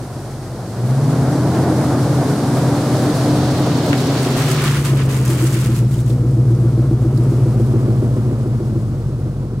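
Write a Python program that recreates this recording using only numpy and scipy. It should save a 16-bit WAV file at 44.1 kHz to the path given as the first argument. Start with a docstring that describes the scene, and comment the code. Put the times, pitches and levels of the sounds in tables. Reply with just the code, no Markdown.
"""A V8 idles a little way up a woodland trail, then pulls towards a camera lying in dry leaves.
The four-wheel-drive comes nose first, its cooling fan roaring and humming, rolls right over the
microphones, tyres crushing leaves and twigs, and eases back to idle beyond them. Uneven firings
make the exhaust throb once an engine cycle; from behind, the tailpipe chuffs and rasps."""
import sys
import numpy as np
from scipy import signal
from scipy.fft import rfft, irfft
from scipy.io import wavfile
from scipy.ndimage import uniform_filter1d

SR = 44100
rng = np.random.default_rng(int(sys.argv[2]) if len(sys.argv) > 2 else 0)


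def bounce(signal):
    """Save signal as a 16-bit WAV file at the path given by the first command-line argument."""
    frames = np.transpose(np.atleast_2d(signal))
    limited = np.clip(frames, -1, 1)
    pcm = np.round(limited * 32767).astype(np.int16)
    wavfile.write(sys.argv[1], SR, pcm)


N = 423360
TIME = np.arange(N) / SR
NOSE_OVER_S, ENGINE_PAST_S = 4.4, 4.87  # the nose reaches the camera; the engine has cleared it

# engine speed: t/s, speed/rpm
ENGINE_RPM = [(0.0, 738.0), (0.34, 686.0), (0.71, 797.0), (1.12, 1179.0), (1.56, 1385.0), (2.07, 1259.0),
              (2.54, 1243.0), (3.56, 1308.0), (4.65, 1084.0), (4.97, 1004.0), (5.55, 905.0), (6.14, 882.0),
              (6.99, 888.0), (7.66, 853.0), (8.25, 827.0), (8.52, 823.0), (9.06, 699.0), (9.6, 703.0)]
# sharp exhaust puffs: place in the engine cycle/0-1, relative level/dB
SHARP_PUFFS = [(.1, 1), (.25, -3), (.42, -5), (.57, -3), (.72, -3), (.92, -3)]


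def amp(db):
    """Decibels to amplitude."""
    return 10 ** (np.asarray(db) / 20)


def unit_rms(x):
    """Scales to an RMS of one."""
    return x / np.sqrt(np.mean(x ** 2) + 1e-20)


def curve(rows):
    """Joins (t/s, value) rows by straight lines."""
    return np.interp(TIME, *np.transpose(rows))


def at_hz(rows, hz):
    """Reads (f/Hz, value) rows on a log-frequency axis."""
    f, value = np.transpose(rows)
    return np.interp(np.log(hz + 1), np.log(f + 1), value)


def wander(rate_hz):
    """Slow random drift of unit size."""
    hz = np.fft.rfftfreq(N, 1 / SR)
    return unit_rms(irfft(rfft(rng.standard_normal(N)) / (1 + (hz / rate_hz) ** 4), N))


def at_mics(pair, spectrum, band_hz):
    """Colours two noises, alike in the bass and wide in the treble; their mid has unit level in the band."""
    # likeness of left and right: f/Hz, coherence/0-1
    coherence = [(100, 1), (300, .99), (600, 0.98), (1000, 0.93), (2000, 0.6), (4000, 0.23), (8000, 0.26),
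                 (14000, 0)]
    hz = np.fft.rfftfreq(N, 1 / SR)
    alike = np.clip(at_hz(coherence, hz), 0, 1)
    mid, side = rfft(pair) * amp(at_hz(spectrum, hz))
    side = side * np.sqrt((1 - alike) / (1 + alike))
    band_rms = np.std(irfft(mid * (hz > band_hz[0]) * (hz < band_hz[1]), N))
    return irfft(np.array([mid + side, mid - side]), N) / band_rms


def past():
    """How far the engine has gone over the camera, 0-1."""
    return curve([(NOSE_OVER_S, 0), (ENGINE_PAST_S, 1)])


def speed_octaves(pulling_rpm=1250):
    """Engine speed in doublings above its pulling speed."""
    return np.log2(curve(ENGINE_RPM) / pulling_rpm)


def leaf_swish():
    """Leaves swept aside by the tyres: a papery hiss that swells as they near the camera."""
    # the approach: t/s, level/dB
    swell = [(0, -57), (1.5, -42.5), (2.5, -40.5), (3.3, -35.5), (4, -32.5), (4.6, -33.5), (5, -59.5)]
    # the hiss: f/Hz, level/dB
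    spectrum = [(1500, -40), (2700, -5), (3400, 0), (4300, 3), (5300, -1), (7000, -6), (12000, -21)]
    rustle = rng.standard_normal((2, N)) * amp(.7 * wander(30))
    return unit_rms(at_mics(rustle, spectrum, (1200, 3500))) * amp(curve(swell))


def crackle(per_s, spread_db, wash, clump_db, grain_s=.00015):
    """Tiny fractures of uneven size, in clumps, over the wash of countless smaller ones."""
    sizes = amp(spread_db * np.minimum(rng.exponential(1, (2, N)), 4))
    clicks = sizes * rng.choice([-1, 1], (2, N)) * (rng.random((2, N)) < per_s / SR)
    t = np.arange(256) / SR
    grain = rng.standard_normal((2, len(t))) * np.exp(-t / grain_s)
    grains = signal.oaconvolve(clicks, grain, axes=1)[:, :N]
    fractures = unit_rms(unit_rms(clicks) + .5 * unit_rms(grains))
    return (fractures + wash * rng.standard_normal((2, N))) * amp(clump_db * wander(17.6))


def axle_pass(s, nearing_db_per_s=9, leaving_db_per_s=52):
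    """Swells as an axle nears the camera and falls quickly once it is past."""
    return amp(-nearing_db_per_s * np.maximum(s - TIME, 0) - leaving_db_per_s * np.maximum(TIME - s, 0))


def crush(start, length, attack_s=.0088, release_s=.019):
    """Envelope of one clump of leaves giving way."""
    attack = np.clip((TIME - start) / attack_s, 0, 1)
    return attack * np.exp(-np.maximum(TIME - start - length, 0) / release_s)


def tyres(behind_db=-3, soil_trim_db=-1, leaf_band_hz=(5500, 14000), soil_band_hz=(1200, 3500)):
    """Leaves hiss from afar and crackle close by, where each axle crushes them and grinds the soil."""
    # leaves under the tyres, at a distance: t/s, level/dB
    rolling_level = [(0, -48.5), (.7, -48.5), (1.2, -42.5), (3.2, -39), (3.9, -49), (5.85, -52.5),
                     (7.1, -55), (7.3, -51.5), (8.8, -56.5), (9.6, -61)]
    # each axle passes the camera: t/s, soil level/dB, leaf level/dB
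    axles = [(4.66, -30, -35.5), (5.54, -37, -39)]
    # clumps crushed close by: t/s, length/s, leaf level/dB, soil level/dB
    clumps = [(.85, .06, -51, -55), (1.54, .04, -47, -42), (2.56, .03, -46, -42), (4.36, .18, -36, -35),
              (4.57, .04, -44, -30), (4.634, .085, -34.5, -29.5), (4.73, .075, -37, -33),
              (4.84, .06, -33, -32), (4.96, .06, -48, -35), (5.086, .08, -39, -37),
              (5.245, .24, -37.5, -41), (5.52, .15, -39, -38), (5.69, .04, -42, -43), (5.74, .05, -36, -42),
              (5.907, .1, -47, -53), (6.055, .055, -47, -57), (7.3, .04, -51, -62), (7.59, .02, -53, -60)]
    # spectra of distant leaves, close leaves and soil: f/Hz, level/dB
    far_spectrum = [(500, 15), (1500, 7.5), (2600, -0.5), (3800, 0), (5000, 3), (6800, 0.5), (9300, 1),
                    (11500, -5.5), (13000, -7), (15800, -17)]
    near_spectrum = [(500, -10), (1500, 1), (3300, 1.5), (5200, 4), (6800, 3), (8600, 3), (11500, -1),
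                     (13200, -2.5), (15800, -6.5)]
    soil_spectrum = [(250, 3), (700, -12), (1000, 4), (1330, 3.5), (1750, 0.5), (2400, -1.5), (3200, -3.5),
                     (4400, -9), (6500, -12.5), (12000, -45)]
    rolling = amp(curve(rolling_level))
    near_power = sum((amp(db) * axle_pass(s)) ** 2 for s, _, db in axles)
    near_power += past() * (amp(behind_db) * rolling) ** 2
    soil_power = sum((amp(db) * axle_pass(s)) ** 2 for s, db, _ in axles)
    for start, length, leaf_db, soil_db in clumps:
        giving_way = crush(start, length)
        near_power += (amp(leaf_db) * giving_way) ** 2
        soil_power += (amp(soil_db) * giving_way) ** 2
    far = at_mics(crackle(per_s=3200, spread_db=5.5, wash=3.5, clump_db=.7), far_spectrum, leaf_band_hz)
    near = at_mics(crackle(per_s=1300, spread_db=4, wash=.7, clump_db=1.6), near_spectrum, leaf_band_hz)
    soil = at_mics(crackle(per_s=1500, spread_db=2, wash=.8, clump_db=1), soil_spectrum, soil_band_hz)
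    return rolling * far + np.sqrt(near_power) * near + amp(soil_trim_db) * np.sqrt(soil_power) * soil


def twigs(trim_db=-1.5, crack_s=.003, splinter_s=.02, splinter=.33, bleed=.064):
    """Each twig cracks, then splinters: crushed ones with a broad ring, settling ones with a narrow ping."""
    # twigs around the camera: t/s, relative peak level/dB, ring f/Hz, sharpness/Q
    snaps = [(3.93, -11, 1600, 1), (4.249, -18, 3600, .8), (4.39, -20, 6000, 1), (4.514, -13, 6100, .8),
             (4.679, -14, 3400, 1.3), (5.279, -21, 6500, 1.3), (5.468, -19.5, 7000, 1.3),
             (5.548, -22, 1940, 1.1), (5.649, -25, 6000, 1), (5.848, -40, 5150, 14), (5.941, -37, 3050, 7),
             (5.988, -37, 3600, 10), (6.072, -42, 3200, 10), (6.102, -31, 3600, 1.3),
             (6.55, -37, 6000, 1.5), (7.173, -34, 4600, 3), (7.176, -32, 8800, 1), (7.235, -40, 10300, 4)]
    out, t = np.zeros((2, N)), np.arange(4096) / SR
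    hz = np.fft.rfftfreq(len(t), 1 / SR) + 1
    envelope = np.exp(-t / crack_s) + splinter * np.exp(-t / splinter_s)
    for s, peak_db, ring_hz, q in snaps:
        burst = rng.standard_normal((2, len(t))) * envelope
        resonance = 1 / (1 + 1j * q * (hz / ring_hz - ring_hz / hz)) ** 2
        snap = irfft(rfft(burst + bleed * burst[::-1]) * resonance) * (1 - t / t[-1])
        start = round(s * SR)
        out[:, start:start + len(t)] += amp(peak_db + trim_db) * snap / abs(snap.mean(0)).max()
    return out


def buffet(overhead_s=5.76, half_length_s=.14, level_db=-24):
    """Exhaust gas flutters on the microphones as the tailpipe passes overhead."""
    # the low flutter: f/Hz, level/dB
    spectrum = [(90, -15), (160, 0), (200, -2), (250, -7), (330, -25), (1000, -53)]
    flutter = at_mics(rng.standard_normal((2, N)), spectrum, (130, 280))
    return flutter * amp(level_db) * np.exp(-((TIME - overhead_s) / half_length_s) ** 2)


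def pump(cycles, turns_per_cycle=40.6, half_length_s=.46, level_db=-26.5):
    """A belt-driven pump's wavering whir, heard only while the nose is overhead."""
    whir = np.sin(2 * np.pi * turns_per_cycle * cycles + 1.1 * wander(14))
    return amp(level_db) * whir * np.exp(-((TIME - NOSE_OVER_S) / half_length_s) ** 2)


def air_roar(cycles, nose_db=-24.5, db_per_octave=13, nearing_db_per_s=.49, gust_db=1, band_hz=(420, 900)):
    """Fan wash from the nose gives way to gas rush from the tail; both grow with engine speed."""
    # spectra ahead of the vehicle and behind it: f/Hz, level/dB
    nose_spectrum = [(30, -39), (65, -12), (100, 4.5), (190, -0.5), (260, 3), (350, 1.5), (480, -2),
                     (720, -3.5), (860, -8.5), (1500, -16.5), (2500, -33), (4000, -70), (9000, -66)]
    tail_spectrum = [(25, -29), (45, -18), (70, 5), (120, 9), (210, 5.5), (300, 7), (420, 1.5), (560, -3.5),
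                     (830, -11.5), (1320, -14.5), (1750, -25), (2700, -30.5), (9000, -45)]
    # gas rush at pulling speed: t/s, level/dB
    tail_level = [(4.8, -29.5), (5.3, -27.5), (5.9, -33), (6.9, -29.5), (7.8, -26.5), (8.4, -28),
                  (9.1, -29.5)]
    firing_pulse = 1 + .053 * np.cos(2 * np.pi * 8 * cycles)
    nose, tail = rng.standard_normal((2, 2, N)) * firing_pulse * amp(gust_db * wander(15))
    # the gas surges with each sharp puff
    surges = sum(amp(db) * np.exp(-((cycles - place + .03) % 1) / .07) for place, db in SHARP_PUFFS)
    tail = tail * unit_rms(1 + .45 * surges)
    nose_gain = amp(nose_db + nearing_db_per_s * (TIME - NOSE_OVER_S)) * (1 - past())
    wash = nose_gain * at_mics(nose, nose_spectrum, band_hz)
    rush = amp(curve(tail_level)) * past() * at_mics(tail, tail_spectrum, band_hz)
    return (wash + rush) * amp(db_per_octave * speed_octaves())


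def fan(cycles, blades_per_cycle=27.72, level_db=-24, db_per_octave=20, nearing_db_per_s=.8, flutter_db=2.6):
    """The belt-driven fan's blade tone, shaken by the firings and hidden once the nose has passed."""
    db = level_db + db_per_octave * speed_octaves() + nearing_db_per_s * (TIME - NOSE_OVER_S)
    db += flutter_db * wander(18)
    shake = 1 + .5 * np.cos(2 * np.pi * 4 * cycles + wander(8))
    tone = np.sqrt(2) * np.sin(2 * np.pi * blades_per_cycle * cycles + .6 * wander(2.4))
    return tone * shake * amp(db) * (1 - past())


def puffs(cycles, pattern, modes, level_db, swell_s, side_db,
          t60_s=.095, uneven_db=.7, jitter_s=.0002, detune=.014):
    """Puffs return every engine cycle; each swells and rings in the tailpipe at a slightly new pitch."""
    out, t = np.zeros(N + SR), np.arange(SR // 8) / SR
    for place, puff_db in pattern:
        peaks = np.flatnonzero(np.diff(np.floor(cycles - place)))
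        for at, (late, strong, sharp) in zip(peaks, rng.standard_normal((len(peaks), 3))):
            envelope = (1 - np.exp(-t / swell_s[at])) ** 2 * amp(-60 * t / t60_s)
            crest_s = t[envelope.argmax()]
            phase_per_hz = 2 * np.pi * (1 + detune * sharp) * (t - crest_s / 2)
            main, *sides = [amp(db) * np.sin(hz * phase_per_hz) for hz, db in modes]
            ring = (main + amp(side_db[at]) * sum(sides)) * envelope / envelope.max()
            start = max(at + round((late * jitter_s - crest_s) * SR), 0)
            out[start:start + len(t)] += amp(level_db[at] + puff_db + uneven_db * strong) * ring
    return out[:N]


def tailpipe(cycles, rasp_swell_s=.002):
    """Round puffs make a pitched chuff, purest with the pipe overhead; sharper ones rasp above it."""
    # the chuff at the camera: t/s, level/dB, swell/s, side modes' level/dB
    chuff_shape = [(4.7, -33, .012, -8), (5.18, -25, .016, -12), (5.31, -15, .018, -14),
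                   (5.44, -13.5, .016, -14), (5.57, -16.5, .014, -14), (5.72, -16.5, .014, -14),
                   (5.97, -22.5, .007, 0), (6.15, -18.5, .006, 1), (6.65, -15, .007, -3),
                   (7.25, -13.8, .007, -4), (8.0, -17.5, .003, 3), (8.35, -22, .003, 5),
                   (8.77, -18, .008, -3), (8.95, -29, .008, 0)]
    # one strong and one weak round puff: place in the cycle/0-1, relative level/dB
    round_puffs = [(.13, 0), (.74, -13)]
    # pipe modes rung by round and by sharp puffs: f/Hz, relative level/dB
    chuff_modes = [(331, 0), (262, -9), (382, -7), (485, -14)]
    rasp_modes = [(262, 2), (364, 4), (485, -1), (620, -7), (735, -11)]
    # the rasp at the camera: t/s, level/dB
    rasp_level = [(4.6, -42), (5.3, -38), (5.85, -40), (6.15, -33), (7.2, -31), (8.0, -29.5), (8.55, -32.5),
                  (9.0, -37)]
    times, *columns = np.transpose(chuff_shape)
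    level_db, swell_s, side_db = (np.interp(TIME, times, column) for column in columns)
    chuff = puffs(cycles, round_puffs, chuff_modes, level_db, swell_s, side_db)
    rasp = puffs(cycles, SHARP_PUFFS, rasp_modes, curve(rasp_level), np.full(N, rasp_swell_s), np.zeros(N))
    return chuff + rasp


def exhaust(cycle_hz, cycles, pipe_hz=133.6, half_width_hz=10, waver=.19,
            drone_hz=218, drone_half_width_hz=22, drone_db=4.5):
    """Uneven firings make harmonics of the cycle rate, which boom at the pipe's main resonance."""
    # the boom at the camera: t/s, level/dB
    boom_level = [(0.0, -26.5), (0.75, -26), (0.84, -9.5), (0.97, -11.5), (1.52, -15), (3.82, -15.5),
                  (4.36, -17.5), (4.76, -13), (5.4, -12), (7.08, -10.0), (8.3, -14.5), (9.6, -19.5)]
    # throttle, open from pulling away until the nose is overhead: t/s, load/0-1
    throttle = [(.6, 0), (.95, 0.94), (4.6, 0.94), (5.1, 0)]
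    # coasting, when a second pipe resonance drones: t/s, share/0-1
    coasting = [(7.3, 0), (7.6, 1), (8.7, 1), (9.0, .4)]
    # cylinders in firing order: level/dB and lateness/ms off load, then the same on load
    cylinders = [(3.0, -1.7, 1.5, -0.5), (-3.9, 0.2, -1.4, -0.1), (1.6, -1.6, -2.7, -0.9),
                 (1.6, -1.6, 1.9, -0.4), (-0.9, -1.8, -2.2, 0.3), (-1.1, -4.1, -1.5, -0.1),
                 (-1.7, -0.5, 2.4, -0.9), (1.6, -1.6, 2.0, -0.2)]
    # pipe colour around the main resonance, off load and on load: f/Hz, level/dB
    easy_colour = [(45.0, 7.5), (62.0, 5.5), (80.0, 6.5), (105.0, 6), (125.0, 9), (150.0, -0.5),
                   (180.0, -0.5), (225.0, 9), (300.0, -10.5)]
    loaded_colour = [(50.0, -4.1), (85.0, -11.5), (110.0, 13), (140.0, 8), (175.0, 0.3), (205.0, 5),
                     (255.0, 10.5), (350.0, -6)]
    step = 64  # samples between updates of the harmonics
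    t, rate = TIME[::step], cycle_hz[::step]
    load, coast = curve(throttle)[::step].clip(0, 1), curve(coasting)[::step]
    easy_db, easy_ms, loaded_db, loaded_ms = np.transpose(cylinders)[:, :, None]
    strength = amp(easy_db + load * (loaded_db - easy_db))
    late_s = (easy_ms + load * (loaded_ms - easy_ms)) / 1000
    firing_place = (np.arange(8)[:, None] - .4) / 8 + late_s * rate
    sound, boom_power = np.zeros(N), np.zeros(len(t))
    for order in range(5, 39):
        hz = order * rate
        harmonic = np.sum(strength * np.exp(-2j * np.pi * order * firing_place), axis=0)
        harmonic *= amp((1.5 - load) * at_hz(easy_colour, hz) + load * at_hz(loaded_colour, hz))
        harmonic *= amp(drone_db * coast / (1 + ((hz - drone_hz) / drone_half_width_hz) ** 2))
        harmonic /= 1 + 1j * (hz - pipe_hz) / half_width_hz
        if order > 8:  # these harmonics, up to about 175 Hz, set the boom's level
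            boom_power += abs(harmonic) ** 2 / (1 + (hz / 175) ** 16)
        # no two cycles burn quite alike
        burn = unit_rms(uniform_filter1d(rng.standard_normal((2, len(t))), size=75))
        harmonic *= 1 + waver * (burn[0] + 1j * burn[1])
        phase = np.interp(TIME, t, np.unwrap(np.angle(harmonic)))
        sound += np.interp(TIME, t, abs(harmonic)) * np.cos(2 * np.pi * order * cycles + phase)
    return sound * amp(curve(boom_level)) / np.interp(TIME, t, np.sqrt(boom_power))


def scene():
    """Heard from the ground: the crank drives exhaust, fan and pump; the tyres work on the leaves."""
    # the engine's sound reaches the two microphones slightly apart: t/s, left lag/s
    left_lag = [(4.2, 0), (5.2, -.00011), (7.2, -.00008), (7.7, .00013)]
    cycle_hz = curve(ENGINE_RPM) / 120  # two crank turns to a cycle
    cycles = np.cumsum(cycle_hz) / SR
    tones = exhaust(cycle_hz, cycles) + fan(cycles) + pump(cycles) + tailpipe(cycles)
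    left, right = tones + air_roar(cycles) + buffet()
    engine = np.array([np.interp(TIME - curve(left_lag), TIME, left), right])
    return engine + tyres() + leaf_swish() + twigs()


def record(dry):
    """The microphones' slight mismatch, then the camera's band limit."""
    # microphone balance: f/Hz, left minus right level/dB
    balance = [(600, .5), (1400, -1), (3100, -1.4), (5000, -1), (8000, 0.9)]
    # microphone phase: f/Hz, left lead/rad
    left_lead = [(60, -.12), (250, -.08), (1000, 0)]
    hz = np.fft.rfftfreq(N, 1 / SR)
    mismatch = amp(at_hz(balance, hz) / 2) * np.exp(.5j * at_hz(left_lead, hz))
    heard = irfft(rfft(dry) * np.array([mismatch, 1 / mismatch]), N)
    band_limit = signal.firwin(511, cutoff=15850, window=("kaiser", 9), fs=SR)
    return signal.oaconvolve(heard, band_limit[None], "same")


dry = scene()
out = record(dry)
bounce(out)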